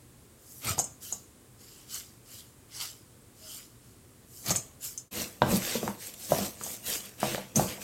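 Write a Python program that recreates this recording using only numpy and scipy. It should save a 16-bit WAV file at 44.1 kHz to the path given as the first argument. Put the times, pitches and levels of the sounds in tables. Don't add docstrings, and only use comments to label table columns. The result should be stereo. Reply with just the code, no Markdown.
import sys
import numpy as np
from scipy import signal
from scipy.fft import rfft, irfft, next_fast_len
from scipy.io import wavfile
from scipy.ndimage import uniform_filter1d

SR = 44100
rng = np.random.default_rng(int(sys.argv[2]) if len(sys.argv) > 2 else 0)


def materialize(psi):
    bounded = np.clip(np.atleast_2d(psi).T, -1, 1)
    quanta = np.round(bounded * 32767).astype(np.int16)
    wavfile.write(sys.argv[1], SR, quanta)


N = 345303

# start in seconds, rise in seconds, hold in seconds,
# crunch level in dB before trim, hiss above the crunch in dB, drag on the steel in dB before trim.
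STROKES = [(5.055, 0.12, 0.049, -39.5, 0, -38.0), (5.408, 0.015, 0.088, -47, -6, -29.5),
           (5.441, 0.074, 0.05, -39.5, 3.3, -29.5), (5.569, 0.08, 0.12, -36.5, -3, -46.5),
           (5.784, 0.048, 0.065, -51, 4, -37), (5.948, 0.071, 0.062, -49.5, 4, -66),
           (6.109, 0.13, 0.096, -52.5, 9, -67), (6.273, 0.036, 0.15, -42.8, 3, -36),
           (6.526, 0.13, 0.085, -49.5, 7, -51), (6.8, 0.089, 0.069, -40.0, 4, -44),
           (7.003, 0.04, 0.027, -50, -5, -67), (7.157, 0.08, 0.11, -38, -4.5, -39.5),
           (7.542, 0.024, 0.063, -41.5, 5, -29), (7.642, 0.042, 0.042, -42.5, -4.3, -41.5),
           (7.778, 0.039, 0.02, -49.5, 2, -50.0)]
# frequency in Hz, relative density in dB per Hz.
WET_SPECTRUM = [(290, -12.5), (500, -1), (1000, -13), (1500, -6), (2600, -2.5), (4200, -6.5), (6500, -6),
                (8300, -6), (10000, -14), (12500, -7.5), (16000, -18)]
# frequency in Hz, left-right likeness (1 is mono).
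WET_ALIKE = [(300, 0.91), (640, 0.13), (1500, 0.081), (3000, 0.039), (6800, 0.49), (15000, 0.85)]
# frequency in Hz, relative density in dB per Hz.
DRAG_SPECTRUM = [(18, -56), (30, -26), (112, -10.5), (152, -15), (176, -13), (194, -4.5), (235, -10),
                 (285, -14.5), (346, -9.5), (393, -21.5), (477, -14), (637, -15), (892, -23), (1170, -20.5),
                 (1400, -30), (1820, -55), (3080, -120)]
# frequency in Hz, left-right likeness.
BOWL_ALIKE = [(60, 0.66), (160, 1), (640, 0.27), (1500, 0.12), (3000, 0.067), (6800, 0.58), (15000, 0.93)]
# time in seconds, lean to the right in dB.
SPOON_SIDE = [(5.1, 3.5), (5.55, 2.5), (5.65, 1.5), (6.2, 1), (6.35, 3), (6.6, 1.5), (7.1, 1), (7.25, 3),
              (7.83, 3)]


def stirring():
    start_s = 5.11
    fall_db_per_s, drag_fall_db_per_s, linger_s = 249.5, 297, 0.11
    settle_crunch_db, settle_hiss_db, settle_drag_db = -71, -63.5, -56
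    rows, t = np.array(STROKES), np.arange(N) / SR
    timing, (db, hiss_db, drag_db) = rows[:, :3], rows[:, 3:].T
    crunch = np.hypot(pushes(timing, db, fall_db_per_s, linger_s), amp(settle_crunch_db))
    hiss = np.hypot(pushes(timing, db + hiss_db, fall_db_per_s, linger_s), amp(settle_hiss_db))
    drag = np.hypot(pushes(timing, drag_db, drag_fall_db_per_s, linger_s), amp(settle_drag_db))

    pieces = patchy(grains(rate=1500, spread_db=3, smooth_db=4.0), depth_db=2.5)
    texture = coloured(pieces, WET_SPECTRUM, WET_ALIKE)

    lean_db = np.interp(t, *np.transpose(SPOON_SIDE))
    hiss_lean_db = 2.3 * (lean_db - 1.5)
    crunch = crunch * amp([-lean_db / 2, lean_db / 2])
    hiss = hiss * amp([-hiss_lean_db / 2, hiss_lean_db / 2])
    food = amp(-0.27) * rustle(texture, crunch, hiss, split_hz=5000)

    rubbing = coloured(rng.standard_normal((2, N)), DRAG_SPECTRUM, BOWL_ALIKE)
    return (food + placed(amp(-1.5) * drag * rubbing, right_db=5.5)) * (t > start_s)


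# time in seconds, level in dB for the whole blow, contact pitch in Hz,
# ring of the bowl in dB before trim, crack in dB before its band-pass.
KNOCKS = [(0.781, -23.5, 790, -2, -24), (0.7958, -24.5, 690, -7, -15), (1.124, -36, 770, 3, -15),
          (4.507, -21.5, 650, -0.5, -15), (5.4197, -4.5, 867, 0.5, -0.5), (5.527, -19.5, 500, -3, -15),
          (5.7536, -21, 460, 8.5, -13), (5.83, -19.5, 490, -4, -12.5), (5.8782, -16.5, 920, -4, -6),
          (6.32, -7, 608, -7, -27), (6.388, -19.5, 600, -2, -14.5), (6.612, -29.5, 1210, -0.5, -11),
          (6.664, -31, 770, 1, -15), (7.2305, -13.5, 770, 4.5, -11), (7.347, -20, 560, 0, 5),
          (7.38, -23, 680, 2, -15), (7.5956, -12, 704, -0.5, -22), (7.779, -32.5, 620, 5, -9)]
# frequency in Hz, relative level in dB, time to fall 60 dB in seconds.
BOWL_MODES = [(136, -9, 0.42), (194, -0.5, 0.21), (314, -13, 0.14), (448, -7.5, 0.15), (494, -4.5, 0.27),
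              (580, -18, 0.15), (622, -5, 0.19), (790, -31, 0.19), (874, -9.5, 0.27), (971, -3.5, 0.14),
              (1147, -3, 0.16), (1396, -16, 0.39), (1540, -16, 0.25), (1577, -6.5, 0.22),
              (2850, -0.5, 0.28), (2980, -9, 0.25)]


def knocks():
    out, t = np.zeros((2, N)), np.arange(SR // 4) / SR
    for s, db, hz, ring_db, crack_db in KNOCKS:
        flex = np.sin(2 * np.pi * hz * t) * decay(t, 8 / hz) * (1 - decay(t, 1.66 / hz))
        noise = rng.standard_normal(len(t)) * decay(t, 0.0062)
        crack = amp(crack_db) * band(noise, low_hz=1100, high_hz=2930)
        modes = amp(ring_db - 21.0) * ring(BOWL_MODES, t, 1.34 * hz, vary_db=3.5, blur=0.007)
        blow = 1.34 * band(flex, low_hz=160, high_hz=6000) + crack + modes
        add(out, s, amp(db) * in_kitchen(blow, right_db=11.0, near_db=-6.5, near_t60=0.032, room_db=-5))
    return out


# time in seconds, level in dB for the whole clink, contact pitch in Hz.
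CLINKS = [(0.79, -13.5, 6720), (0.842, -27.5, 7450), (1.1247, -22.5, 6850), (1.944, -27, 6800),
          (4.506, -16, 6180), (4.5594, -16, 6960), (4.9768, -25, 6220), (6.636, -24, 7540),
          (7.5583, -12.5, 5870)]
# frequency in Hz, relative level in dB, time to fall 60 dB in seconds.
STEEL_MODES = [(2980, -20, 0.094), (5240, -13, 0.17), (6210, -1, 0.1), (6550, 3.5, 0.1), (6700, -16, .14),
               (7100, -1.5, .15), (7200, -15, 0.11), (7800, -12, 0.1), (7940, -6, 0.13),
               (8700, -0.5, 0.091), (10900, -11, .1), (11700, -8, 0.072), (13040, -16, .08)]


def clinks():
    out, t = np.zeros((2, N)), np.arange(SR // 5) / SR
    rebounds = [(s + 0.0045, db - 4.5, hz * 1.08) for s, db, hz in CLINKS if db > -18]
    for s, db, hz in CLINKS + rebounds:
        tick = np.sin(2 * np.pi * hz * t) * decay(t, 0.01) * (1 - decay(t, 0.0025))
        noise = rng.standard_normal(len(t)) * decay(t, 0.02)
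        chatter = amp(2.5) * band(noise, low_hz=0.993 * hz, high_hz=1.216 * hz)
        crack = amp(-27) * rng.standard_normal(len(t)) * decay(t, 0.005)
        modes = amp(-18.5) * ring(STEEL_MODES, t, 2.8 * hz, vary_db=1.5, blur=0.0053)
        blow = tick + chatter + crack + modes
        add(out, s, amp(db) * in_kitchen(blow, right_db=8.5, near_db=-3.0, near_t60=0.034, room_db=-9.5))
    return out


# start in seconds, rise in seconds, hold in seconds,
# crunch level in dB before trim, hiss above the crunch in dB, thud level in dB before trim.
HANDFULS = [(0.593, 0.087, 0.036, -36.5, -3.5, -36.5), (0.765, 0.02, 0.002, -54.5, 12.5, -37),
            (4.42, 0.077, 0.016, -37, -0.2, -34), (4.53, 0.026, 0.006, -42, 0, -40.0)]
# frequency in Hz, relative density in dB per Hz.
LEAVES_SPECTRUM = [(290, -28), (500, -14), (740, -20), (1020, -15.5), (1190, 0), (1640, -8), (2160, -2.5),
                   (3700, -5.5), (8580, -4), (10100, -15), (11600, -6), (14700, -11.5), (16000, -26)]
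# frequency in Hz, relative density in dB per Hz.
THUD_SPECTRUM = [(18, -45), (30, -21), (124, 1.5), (213, -6), (281, -9), (538, -13.5), (647, -7.5),
                 (1010, -18.5), (1200, -12), (1560, -41), (2640, -120)]


def handfuls():
    fall_db_per_s, thud_fall_db_per_s, linger_s = 446, 330, 0.057
    rows = np.array(HANDFULS)
    timing, (db, hiss_db, thud_db) = rows[:, :3], rows[:, 3:].T
    crunch = pushes(timing, db, fall_db_per_s, linger_s)
    hiss = pushes(timing, db + hiss_db, fall_db_per_s, linger_s)
    thud = pushes(timing, thud_db, thud_fall_db_per_s, linger_s)
    pieces = patchy(grains(rate=1500, spread_db=3.0, smooth_db=2), depth_db=3)
    texture = coloured(pieces, LEAVES_SPECTRUM, BOWL_ALIKE)
    patter = amp(-1.5) * rustle(texture, crunch, hiss, split_hz=3700)
    body = coloured(rng.standard_normal((2, N)), THUD_SPECTRUM, BOWL_ALIKE)
    return placed(patter + amp(-4.0) * thud * body, right_db=6.5)


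# start in seconds, rise in seconds, hold in seconds,
# crunch level in dB before trim, hiss above the crunch in dB.
SWEEPS = [(0.314, 0.209, 0.11, -78.5, 24.2), (0.99, 0.04, 0.095, -55, 6), (1.557, 0.055, 0.21, -61, -1.3),
          (1.846, 0.11, 0.002, -43.5, -0.5), (2.196, 0.14, 0.061, -55, 0), (2.665, 0.098, 0.016, -48, -4.8),
          (2.771, 0.049, 0.002, -39, -3), (3.298, 0.22, 0.061, -51.5, 0.8), (3.748, 0.092, 0.077, -72.1, 1),
          (4.212, 0.16, 0.082, -66, 12.5), (4.787, 0.061, 0.002, -46.5, 6)]
# frequency in Hz, relative density in dB per Hz.
BOARD_SPECTRUM = [(410, -24), (700, -17), (997, -18), (1400, -7.5), (1730, -14), (2100, -11), (2530, -12),
                  (2990, -2.5), (3600, -9.5), (4920, -2), (6150, -4), (7200, 0.5), (9350, -6.5),
                  (13100, -4.5), (16000, -15)]
# frequency in Hz, left-right likeness.
BOARD_ALIKE = [(640, 0.26), (3000, 0.067), (6800, 0.68), (15000, 0.93)]


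def sweeps():
    fall_db_per_s, linger_s = 189, 0.45
    rows = np.array(SWEEPS)
    timing, (db, hiss_db) = rows[:, :3], rows[:, 3:].T
    crunch = pushes(timing, db, fall_db_per_s, linger_s)
    hiss = pushes(timing, db + hiss_db, fall_db_per_s, linger_s)
    pieces = patchy(grains(rate=1500, spread_db=2.5, smooth_db=4.0), depth_db=3.0)
    texture = coloured(pieces, BOARD_SPECTRUM, BOARD_ALIKE)
    return placed(amp(-1.0) * rustle(texture, crunch, hiss, split_hz=5260), right_db=4.5)


# time in seconds, level in dB before the band-pass and echoes.
SNAPS = [(0.647, -28.5), (4.462, -26), (4.482, -27), (5.566, -20.5), (6.139, -30.5), (6.384, -21.5),
         (6.866, -25.5), (7.055, -31.5), (7.202, -27.5)]


def snaps():
    out, t = np.zeros((2, N)), np.arange(SR // 5) / SR
    for s, db in SNAPS:
        noise = rng.standard_normal(len(t)) * decay(t, 0.0044)
        tick = band(noise, low_hz=2570, high_hz=14200)
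        add(out, s, amp(db) * in_kitchen(tick, right_db=9.5, near_db=4, near_t60=0.025, room_db=-22))
    return out


# time in seconds, level in dB before a 7.5 dB lift, pitch in Hz.
THUMPS = [(0.703, -30.5, 92), (4.51, -28.5, 185), (5.517, -18.5, 200), (5.533, -14.5, 192),
          (5.57, -21.5, 195), (5.756, -25.5, 230), (5.833, -26, 213), (5.881, -26, 204), (6.323, -26, 151),
          (6.41, -30, 188), (7.561, -16.5, 204), (7.577, -18.5, 143)]


def thumps():
    out, t = np.zeros(N), np.arange(SR // 4) / SR
    for s, db, hz in THUMPS:
        boom = np.sin(2 * np.pi * hz * t) * decay(t, 0.083) * (1 - decay(t, 0.037)) ** 2
        add(out, s, amp(db + 7.5) * boom)
    return placed(out, right_db=5.0)


# pitch in Hz, level in dB before the lean.
SQUEAK = (628, -62)


def squeak():
    start_s, end_s = 3.405, 3.51
    hz, db = SQUEAK
    t = np.arange(N) / SR
    progress = np.clip((t - start_s) / (end_s - start_s), 0, 1)
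    gain = np.sqrt(np.abs(np.sin(np.pi * progress)))
    drift = np.cumsum(rng.standard_normal(N)) * 0.024
    return placed(amp(db) * gain * np.sin(2 * np.pi * hz * t + drift), right_db=14)


# frequency in Hz, relative density in dB per Hz.
FAN_SPECTRUM = [(15, -55), (25, -14.5), (123, -0.5), (153, -10), (236, -7), (277, -9.5), (363, -10.5),
                (463, -12.5), (607, -18), (936, -22), (1040, -19), (1400, -22.5), (5880, -29),
                (8140, -23.5), (16000, -32.5)]
# frequency in Hz, left-right likeness.
FAN_ALIKE = [(60, 0.48), (130, 0.51), (290, 0.53), (640, 0.17), (3000, 0), (6800, 0.91), (15000, 1)]


def fan():
    air = amp(-58.0) * coloured(rng.standard_normal((2, N)), FAN_SPECTRUM, FAN_ALIKE)
    hum_hz = 120
    hum = amp(-67.5) * np.sin(2 * np.pi * hum_hz * np.arange(N) / SR)
    return placed(air + hum, right_db=4.5)


# frequency in Hz, time to fall 60 dB in seconds.
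KITCHEN = [(150, 0.37), (1000, 0.26), (7000, 0.33), (15000, 0.11)]


def in_kitchen(x, right_db, near_db, near_t60, room_db):
    t = np.arange(len(x)) / SR
    hz, s, z = signal.stft(rng.standard_normal((2, len(x))), SR, nperseg=256)
    fading = z * decay(s, along(KITCHEN, hz)[:, None])
    tail = signal.istft(fading, SR, nperseg=256)[1][:, :len(x)]
    tail = tail * (1 - decay(t, 0.035))
    tail = amp(room_db) * tail / np.linalg.norm(tail[0])
    near = rng.standard_normal((2, len(x))) * decay(t, near_t60) * (t > 0.002)
    near = amp(near_db) * near / np.linalg.norm(near[0])
    echoes = placed(near, right_db) + placed(tail, right_db=3.5)
    return placed(x, right_db) + signal.fftconvolve(x[None], echoes, axes=1)[:, :len(x)]


def ring(modes, t, contact_hz, vary_db, blur):
    hz, db, t60 = np.transpose(modes)[:, :, None]
    luck, side = rng.standard_normal((2, len(modes), 1))
    steps = rng.standard_normal((len(modes), len(t)), dtype=np.float32)
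    drift = np.cumsum(steps, 1) * np.sqrt(2 * np.pi * blur * hz / SR)
    strength = np.sign(side) * amp(db + vary_db * luck) / np.sqrt(1 + (hz / contact_hz) ** 4)
    tones = np.sin(np.float32(2 * np.pi * hz * t + drift))
    return np.sum(strength * tones * decay(t, t60), 0)


def grains(rate, spread_db, smooth_db, size=24):
    count = int(rate * N / SR)
    k = np.arange(size)
    pair = []
    for _ in range(2):
        when, pitch, phase, luck = rng.random((count, 4)).T[:, :, None]
        strength = amp(spread_db * np.minimum(-np.log(1 - luck), 5))
        bursts = strength * np.sin(np.pi * (pitch * k + 2 * phase)) * (1 - k / size) ** 2
        places = (when * N).astype(int) + k
        x = np.bincount(places.ravel(), bursts.ravel(), N + size)[:N]
        pair.append(x / rms(x) + amp(smooth_db) * rng.standard_normal(N))
    return np.array(pair)


def patchy(pair, depth_db):
    z = signal.stft(pair, nperseg=512)[2]
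    field = uniform_filter1d(rng.standard_normal(z.shape[1:]), size=4, axis=0)
    field = uniform_filter1d(field, size=9, axis=1)
    return signal.istft(z * amp(depth_db * field / rms(field)), nperseg=512)[1][:, :N]


def rustle(texture, crunch, hiss, split_hz):
    low = filtered(texture, lambda hz: 1 / (1 + (hz / split_hz) ** 4))
    mid = texture.mean(0)
    crunch_size = rms(filtered(mid, lambda hz: (hz > 1500) & (hz < 5000)))
    hiss_size = rms(filtered(mid, lambda hz: (hz > 9500) & (hz < 15500)))
    return low * crunch / crunch_size + (texture - low) * hiss / hiss_size


def swell(start, rise, hold, fall_db_per_s, linger_s):
    t = np.arange(N) / SR - start
    release = linger_s * np.log1p(np.maximum(t - rise - hold, 0) / linger_s)
    return np.clip(t / rise, 0, 1) ** 2 * amp(-fall_db_per_s * release)


def pushes(timing, levels_db, fall_db_per_s, linger_s):
    power = 0
    for when, db in zip(timing, levels_db):
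        power = power + (amp(db) * swell(*when, fall_db_per_s, linger_s)) ** 2
    return np.sqrt(power)


def coloured(pair, spectrum, alike):
    def response(hz):
        turn = np.arccos(np.clip(along(alike, hz), -1, 1)) / 2
        return amp(along(spectrum, hz)) * [np.cos(turn), np.sin(turn)]
    mid, side = filtered(pair, response)
    return np.array([mid + side, mid - side]) / rms(mid)


def placed(x, right_db):
    return x * amp([[-right_db / 2], [right_db / 2]])


def add(track, s, sound):
    part = track[..., round(s * SR):][..., :sound.shape[-1]]
    part += sound[..., :part.shape[-1]]


def decay(t, t60):
    return np.exp(-np.log(1000) * t / t60)


def band(x, low_hz, high_hz):
    return signal.sosfilt(signal.butter(2, [low_hz, high_hz], "band", fs=SR, output="sos"), x)


def filtered(x, response):
    m = next_fast_len(N + 8192)
    return irfft(rfft(x, m) * response(np.fft.rfftfreq(m, 1 / SR)), m)[..., :N]


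def along(points, hz):
    f, v = np.transpose(points)
    return np.interp(np.log(hz + 1), np.log(f + 1), v)


def amp(db):
    return 10 ** (np.asarray(db) / 20)


def rms(x):
    return np.sqrt(np.mean(x ** 2) + 1e-20)


def scene():
    food = stirring() + handfuls() + sweeps() + snaps()
    bowl = knocks() + clinks() + thumps()
    return food + bowl + squeak() + fan()


# time in seconds, gain in dB.
FADE = [(5.02, 1.5), (5.08, -6), (5.103, -25), (5.118, -3.5), (5.139, -1)]


def record(dry):
    top_hz = 16100
    fade = amp(np.interp(np.arange(N) / SR, *np.transpose(FADE)))
    return filtered(dry * fade, lambda hz: 1 / np.sqrt(1 + (hz / top_hz) ** 200))


dry = scene()
out = record(dry)
materialize(out)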